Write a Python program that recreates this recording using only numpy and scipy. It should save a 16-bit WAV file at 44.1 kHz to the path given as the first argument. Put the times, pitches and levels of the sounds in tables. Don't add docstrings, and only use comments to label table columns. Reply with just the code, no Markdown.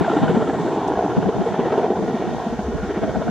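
import sys
import numpy as np
from scipy import signal
from scipy.fft import rfft, irfft
from scipy.io import wavfile
from scipy.ndimage import uniform_filter1d

SR = 44100
rng = np.random.default_rng(int(sys.argv[2]) if len(sys.argv) > 2 else 0)


def gain_from_db(level_db):
    decades = np.asarray(level_db, float) / 20
    return 10 ** decades


def transcribe(u):
    v = np.clip(np.atleast_2d(u).T, -1, 1)
    q = np.round(v * 32767).astype(np.int16)
    wavfile.write(sys.argv[1], SR, q)


N = 145530
T = np.arange(N) / SR
HZ = np.maximum(np.fft.rfftfreq(N, 1 / SR), 1)
OPPOSED = np.array([[1], [-1]])

# start_s, roar_level_db, throb_depth (0-1), tail_level_db, tilt_db_per_octave
ROTOR_LOAD = [(0, -20, 0, -7, 1), (.11, -22, 0.6, 1.5, 1.5), (.3, -21, 0.64, -3.5, 1),
              (.6, -21.5, 0.4, -8.5, 0), (.85, -22.5, 0, -2, 0.5), (1.0, -22.5, 0.6, 5, -0.5),
              (1.3, -24, 0.6, -1, 0), (1.55, -25, 0.4, 1, 1), (1.8, -23, 0.37, 2.5, 0.5),
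              (2.0, -24, 0.5, 0.5, -0.5), (2.2, -22.5, .2, -3, .5), (2.4, -23.5, 0.04, -0.5, 0.5),
              (2.7, -26, 0.23, -22, 0.5), (2.98, -23.5, 0.68, -15, 0.5), (3.3, -25, 0.5, -18, 0)]
# freq_hz, density_db
TURBULENCE = [(53, -54.5), (90, -14), (150, -7), (412, -0.5), (540, -1), (721, -6.5), (1190, -16.5),
              (1440, -20), (2080, -27.5), (9000, -70), (11700, -71), (19800, -120)]


def unit(x):
    return x / np.sqrt(np.mean(x ** 2))


def curve(table, col):
    points = np.array(table)
    return np.interp(T, points[:, 0], points[:, col])


def shape(points):
    hz, db = np.array(points).T
    return gain_from_db(np.interp(np.log(HZ), np.log(hz), db))


def bell(hz, width_hz):
    return np.exp(-.5 * ((HZ - hz) / width_hz * 2) ** 2)


def colour(x, gain):
    return irfft(rfft(x) * gain, N)


def walk(rate):
    hold = int(SR / rate)
    steps = np.repeat(rng.standard_normal(N // hold + 1), hold)
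    return 1.36 * uniform_filter1d(uniform_filter1d(steps, hold), hold)[:N]


def bumps(table):
    return sum(gain_from_db(db) ** 2 * np.exp(-(2 * (T - s) / length_s) ** 2) for s, length_s, db in table)


def microphone_hiss():
    # freq_hz, density_db
    hiss = [(500, -34.5), (1000, 5), (2000, 1), (4000, -3.5), (6500, 0), (7500, -8), (9000, -15.5),
            (15500, -25.5)]
    return unit(colour(rng.standard_normal((2, N)), shape(hiss))) * gain_from_db(-48 + 0.68 * walk(17))


def lens_motor():
    rub = bell(7280, 970) + 0.25 * bell(8900, 1500)
    motor = unit(colour(rng.standard_normal((2, N)), rub)) * gain_from_db(-56.5)
    whine = unit(colour(rng.standard_normal(N), bell(7600, 260))) * gain_from_db(-66)
    motor = motor + whine * np.array([[1], [-.5]])
    stop_s, fade_s = 0.81, .05
    running = 1 / (1 + np.exp((T - stop_s) / fade_s))
    nudge_s, nudge_length_s, nudge_db = 1.47, 0.13, -4
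    nudge = gain_from_db(nudge_db) * np.exp(-(2 * (T - nudge_s) / nudge_length_s) ** 4)
    return motor * (running + nudge)


def short_ticks():
    tick_s = [.230, .2935, .876, .8795, 1.40, 1.7815, 2.97]
    # level_db, centre_hz, decay_s
    ticks = [(-57, 12500, .008), (-49, 12000, .004), (-48, 6500, .016), (-39, 5800, .004), (-70, 7000, .03),
             (-54, 9000, .0015), (-52, 3800, .005)]
    out = 0
    for s, (db, hz, decay_s) in zip(tick_s, ticks):
        fall = (T >= s) * np.exp(-np.maximum(T - s, 0) / decay_s)
        gain = bell(hz, .7 * hz)
        burst = colour(rng.standard_normal((2, N)) * fall, gain)
        out = out + burst * gain_from_db(db) / np.sqrt(np.mean(gain ** 2))
    return out


def camera():
    return microphone_hiss() + lens_motor() + short_ticks()


def wind():
    # centre_s, length_s, level_db, left_minus_right_db
    buffets = [(0.015, 0.013, -11, 8), (0.122, 0.16, -29, 0), (0.232, 0.037, -17.5, -2),
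               (0.311, 0.1, -32, 24), (0.356, 0.15, -27, -4), (0.46, 0.014, -37, 5),
               (0.532, 0.022, -31, 1.5), (0.623, 0.16, -32.5, -6.5), (0.832, 0.017, -36, -8),
               (1.095, 0.12, -35, 10.5), (1.185, 0.025, -17.5, -2.5), (1.257, 0.07, -22.5, 1),
               (1.389, 0.056, -19.5, 0.5), (1.521, 0.019, -24.5, -5.5), (1.637, 0.067, -32, 0),
               (1.763, 0.091, -33, -0.5), (1.844, 0.031, -33, 9), (2.022, 0.1, -33, 13),
               (2.063, 0.19, -39, -1.5), (2.31, 0.13, -28, -1.5), (2.53, 0.098, -37.5, 2.5),
               (2.751, 0.028, -22, -1.5), (3.039, 0.026, -20, 0), (3.096, 0.1, -30, -11.5),
               (3.185, 0.068, -31, 17.5), (3.277, 0.046, -23, 5.5)]
    # freq_hz, density_db
    gust_spectrum = [(30, -14), (95, -6), (190, 6), (300, -1.5), (560, -16), (900, -34.5), (1500, -30),
                     (3000, -66)]
    # centre_s, length_s, level_db
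    thuds = [(.24, 0.069, -46), (.54, 0.13, -44), (.95, 0.13, -35), (1.3, 0.087, -46), (1.64, 0.11, -47),
             (2.62, 0.19, -34), (2.8, 0.21, -28.5), (3.14, 0.2, -35.5)]
    breeze_db, flutter_db, rumble_db = -44, 3, -52
    flutter = gain_from_db(flutter_db * np.clip([walk(40), walk(40.03)], -2, 1))
    gusts = unit(colour(rng.standard_normal((2, N)), shape(gust_spectrum))) * flutter
    gusts = gusts - 0.15 * gusts[::-1]
    gusts = gusts * np.sqrt(gain_from_db(breeze_db) ** 2 + bumps([b[:3] for b in buffets]))
    side_db = sum(side * np.exp(-(2 * (T - s) / length_s) ** 2) for s, length_s, _, side in buffets)
    gusts = gusts * gain_from_db(side_db * .5 * OPPOSED)
    low = unit(colour(rng.standard_normal(N), bell(54, 46)))
    low = low + .5 * low[::-1] * OPPOSED
    return gusts + low * np.sqrt(gain_from_db(rumble_db) ** 2 + bumps(thuds))


def wavering_tone(hz, level_db, break_rate, ceiling):
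    tone = np.sin(2 * np.pi * np.cumsum(hz) / SR)
    return tone * gain_from_db(level_db + 6 * np.minimum(walk(break_rate), ceiling))


def gearbox():
    # start_s, pitch_hz, level_db
    gear = [(0, 1858, -52), (.17, 1860, -46), (.6, 1860, -52), (1.3, 1862, -56), (1.7, 1875, -53),
            (2.0, 1870, -57), (2.15, 1872, -47), (2.45, 1872, -51), (2.7, 1872, -56), (2.92, 1882, -49),
            (3.3, 1880, -51)]
    # pitch_hz, level_db, waver_hz
    streaks = [(1400, -52, 35), (2275, -63, 28), (3023, -64, 45), (3700, -68, 35)]
    out = 0
    for hz, db, waver_hz in streaks:
        out = out + wavering_tone(hz + waver_hz * walk(rate=30), db, 18, 1)
    return out + wavering_tone(curve(gear, col=1) + 15 * walk(rate=40), curve(gear, col=2), 28, .5)


def tail_rotor():
    # centre_hz, width_hz, level_db
    bands = [(368, 510, -3), (734, 217, 5.5), (920, 360, -0.5), (1440, 150, -21), (3100, 1500, -30)]
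    blade_hz, first_s, jitter_s, scatter_db = 56.06, .011, .0012, 2.2
    at, out = np.arange(first_s, 3.28, 1 / blade_hz), 0
    for hz, width_hz, db in bands:
        chance = np.clip(rng.standard_normal((256, 2))[:len(at)], -2, 2)
        place = np.abs((at + jitter_s * chance[:, 0]) * SR).astype(int)
        pulses = np.zeros(N)
        pulses[place] = gain_from_db(scatter_db * (chance[:, 1] + walk(rate=7.06)[place]))
        out = out + gain_from_db(db) * unit(colour(pulses, bell(hz, width_hz)))
    return unit(out) * gain_from_db(-7 + curve(ROTOR_LOAD, col=3))


def blade_slaps():
    # start_s, peak_db, ring_hz
    deep = [(0.078, -5, 670), (0.097, -9.5, 337), (0.129, -6, 442), (.132, -13.5, 745), (0.162, -3.5, 304),
            (0.222, -10, 266), (.225, -13, 677), (.258, -10, 649), (0.288, -7, 175), (.346, -12, 752),
            (0.364, -4.5, 233.5), (0.405, -16.5, 390), (.484, -9, 285), (.495, -11.5, 770),
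            (.901, -19, 677), (.908, -9.5, 303), (.953, -14, 742), (0.989, -9, 700), (1.007, -16.5, 750),
            (1.047, -10.5, 291), (1.096, -15, 300), (1.162, -22, 353), (1.223, -15, 748),
            (1.256, -15.5, 753), (1.262, -8.5, 192), (1.286, -7, 448), (1.403, -23, 770), (1.461, -7, 462),
            (1.587, -10.5, 240), (1.59, -6.5, 402), (1.594, -16, 786), (1.654, -8.5, 481), (1.719, -6, 420),
            (1.777, -1.5, 415), (1.828, -11.5, 718), (1.839, -5.5, 426), (1.901, -6.5, 411),
            (1.902, -11.5, 213), (1.956, -14, 737), (2.037, -19, 395), (2.076, -14, 700),
            (2.141, -10.5, 227), (2.166, -16, 686), (2.204, -19.5, 303), (2.462, -9, 225),
            (2.522, -11.5, 232), (2.586, -11, 206), (2.589, -14, 714), (2.679, -10.5, 230),
            (2.739, -15, 288), (2.826, -12, 199), (2.892, -13.5, 298), (2.968, -12, 204),
            (3.032, -9.5, 663), (3.035, -15, 277), (3.093, -14.5, 680), (3.155, -9.5, 649),
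            (3.215, -11, 650), (3.278, -11, 699), (3.284, -10.5, 200)]
    # start_s, peak_db, ring_hz
    chops = [(0.0445, -17.5, 1570), (0.095, -16.5, 1380), (0.1151, -17, 1370), (0.1673, -17.5, 1370),
             (0.228, -29, 1350), (0.2784, -15, 1465), (0.386, -41, 1500), (0.4204, -21, 1387),
             (0.4722, -20, 1310), (0.6759, -25, 1520), (0.9562, -31, 1260), (1.1156, -23, 1390),
             (1.2246, -21, 1453), (1.324, -23.5, 1300), (1.4381, -26, 1420), (1.5389, -24, 1380),
             (1.703, -25, 1300), (1.7215, -21.5, 1284), (1.7744, -28, 1420), (2.83, -23, 1400),
             (3.034, -25, 1530), (3.091, -30, 1440), (3.222, -27, 1475), (3.2814, -23, 1427)]
    rise_s, cycles, crack_db, crack_s = .0038, 4.3, -17, .009
    size = 4096
    out, u = np.zeros(N + size), np.arange(size) / SR
    bright = bell(540, 2200) + 1.95 * bell(3440, 1200)
    crack = unit(colour(rng.standard_normal(N), shape(TURBULENCE) * np.sqrt(HZ) * bright))
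    for (s, db, hz), chance in zip([*deep, *chops], rng.standard_normal((128, 3))):
        i = int(s * SR)
        rise = 1 - np.exp(-(u / rise_s * np.sqrt(hz / 400)) ** 2)
        fall = np.exp(-u * np.sqrt(hz * 500) / cycles)
        ring = np.sin(2 * np.pi * hz * u + chance[0])
        overtone_hz = hz * (2.15 + .1 * chance[1])
        ring = ring + .16 * np.sin(2 * np.pi * overtone_hz * u + 2 * chance[2])
        rough = gain_from_db(crack_db) * np.resize(crack[i:], size) * np.exp(-u / crack_s)
        out[i:i + size] += gain_from_db(db) * rise * (ring * fall + rough)
    return out[:N]


def main_rotor_roar():
    blade_hz, blade_at_s = 16.1, 1.79
    swell_db, near_db, flicker_db = 1.2, 1.7, 1.5
    out, swell, near = 0, walk(3.73), walk(2.3)
    depth = np.clip(curve(ROTOR_LOAD, col=2), 0, 1.5)
    throb = np.cos(2 * np.pi * blade_hz * (T - blade_at_s)) * depth
    source = rfft(rng.standard_normal(N)) * shape(TURBULENCE)
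    tilt = curve(ROTOR_LOAD, col=4)
    for hz in 70 * 2 ** (np.arange(30) / 4):
        near = .8 * near + .6 * walk(rate=5)
        db = swell_db * swell + near_db * near + flicker_db * walk(16) + 5 * throb
        db = db / (1 + (hz / 4500) ** 2) + tilt * np.log2(hz / 500)
        band = np.cos(np.pi / 2 * np.clip(4 * np.log2(HZ / hz), -1, 1)) ** 2
        out = out + gain_from_db(db) * irfft(source * band, N)
    scattered = unit(colour(rng.standard_normal(N), shape(TURBULENCE)))
    return (unit(out) + 0.035 * scattered * OPPOSED) * gain_from_db(0.5)


def scene():
    # centre_hz, width_hz, gain_db
    path = [(555, 69.5, -11), (1196, 105, -6), (2540, 280, -2.5), (3920, 190, -4.5), (2070, 140, -4.5),
            (4520, 1660, 6), (460, 22, 0), (3560, 980, 7), (6200, 840, 10)]
    far = (main_rotor_roar() + tail_rotor()) * gain_from_db(curve(ROTOR_LOAD, col=1))
    far = colour(far, gain_from_db(sum(db * bell(hz, width_hz) for hz, width_hz, db in path)))
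    near = wind() + camera() * gain_from_db([[-.5], [.5]])
    return far + blade_slaps() + gearbox() + near


def top_cut(x):
    return signal.sosfilt(signal.butter(12, 15660, fs=SR, output="sos"), x)


def record(dry):
    low_cut_hz, overload = 52.6, .9
    cut = colour(dry, 1 / np.sqrt(1 + (low_cut_hz / HZ) ** 8))
    mix = cut / (1 + np.abs(cut / overload) ** 4) ** (1 / 4)
    return top_cut(mix)


dry = scene()
out = record(dry)
transcribe(out)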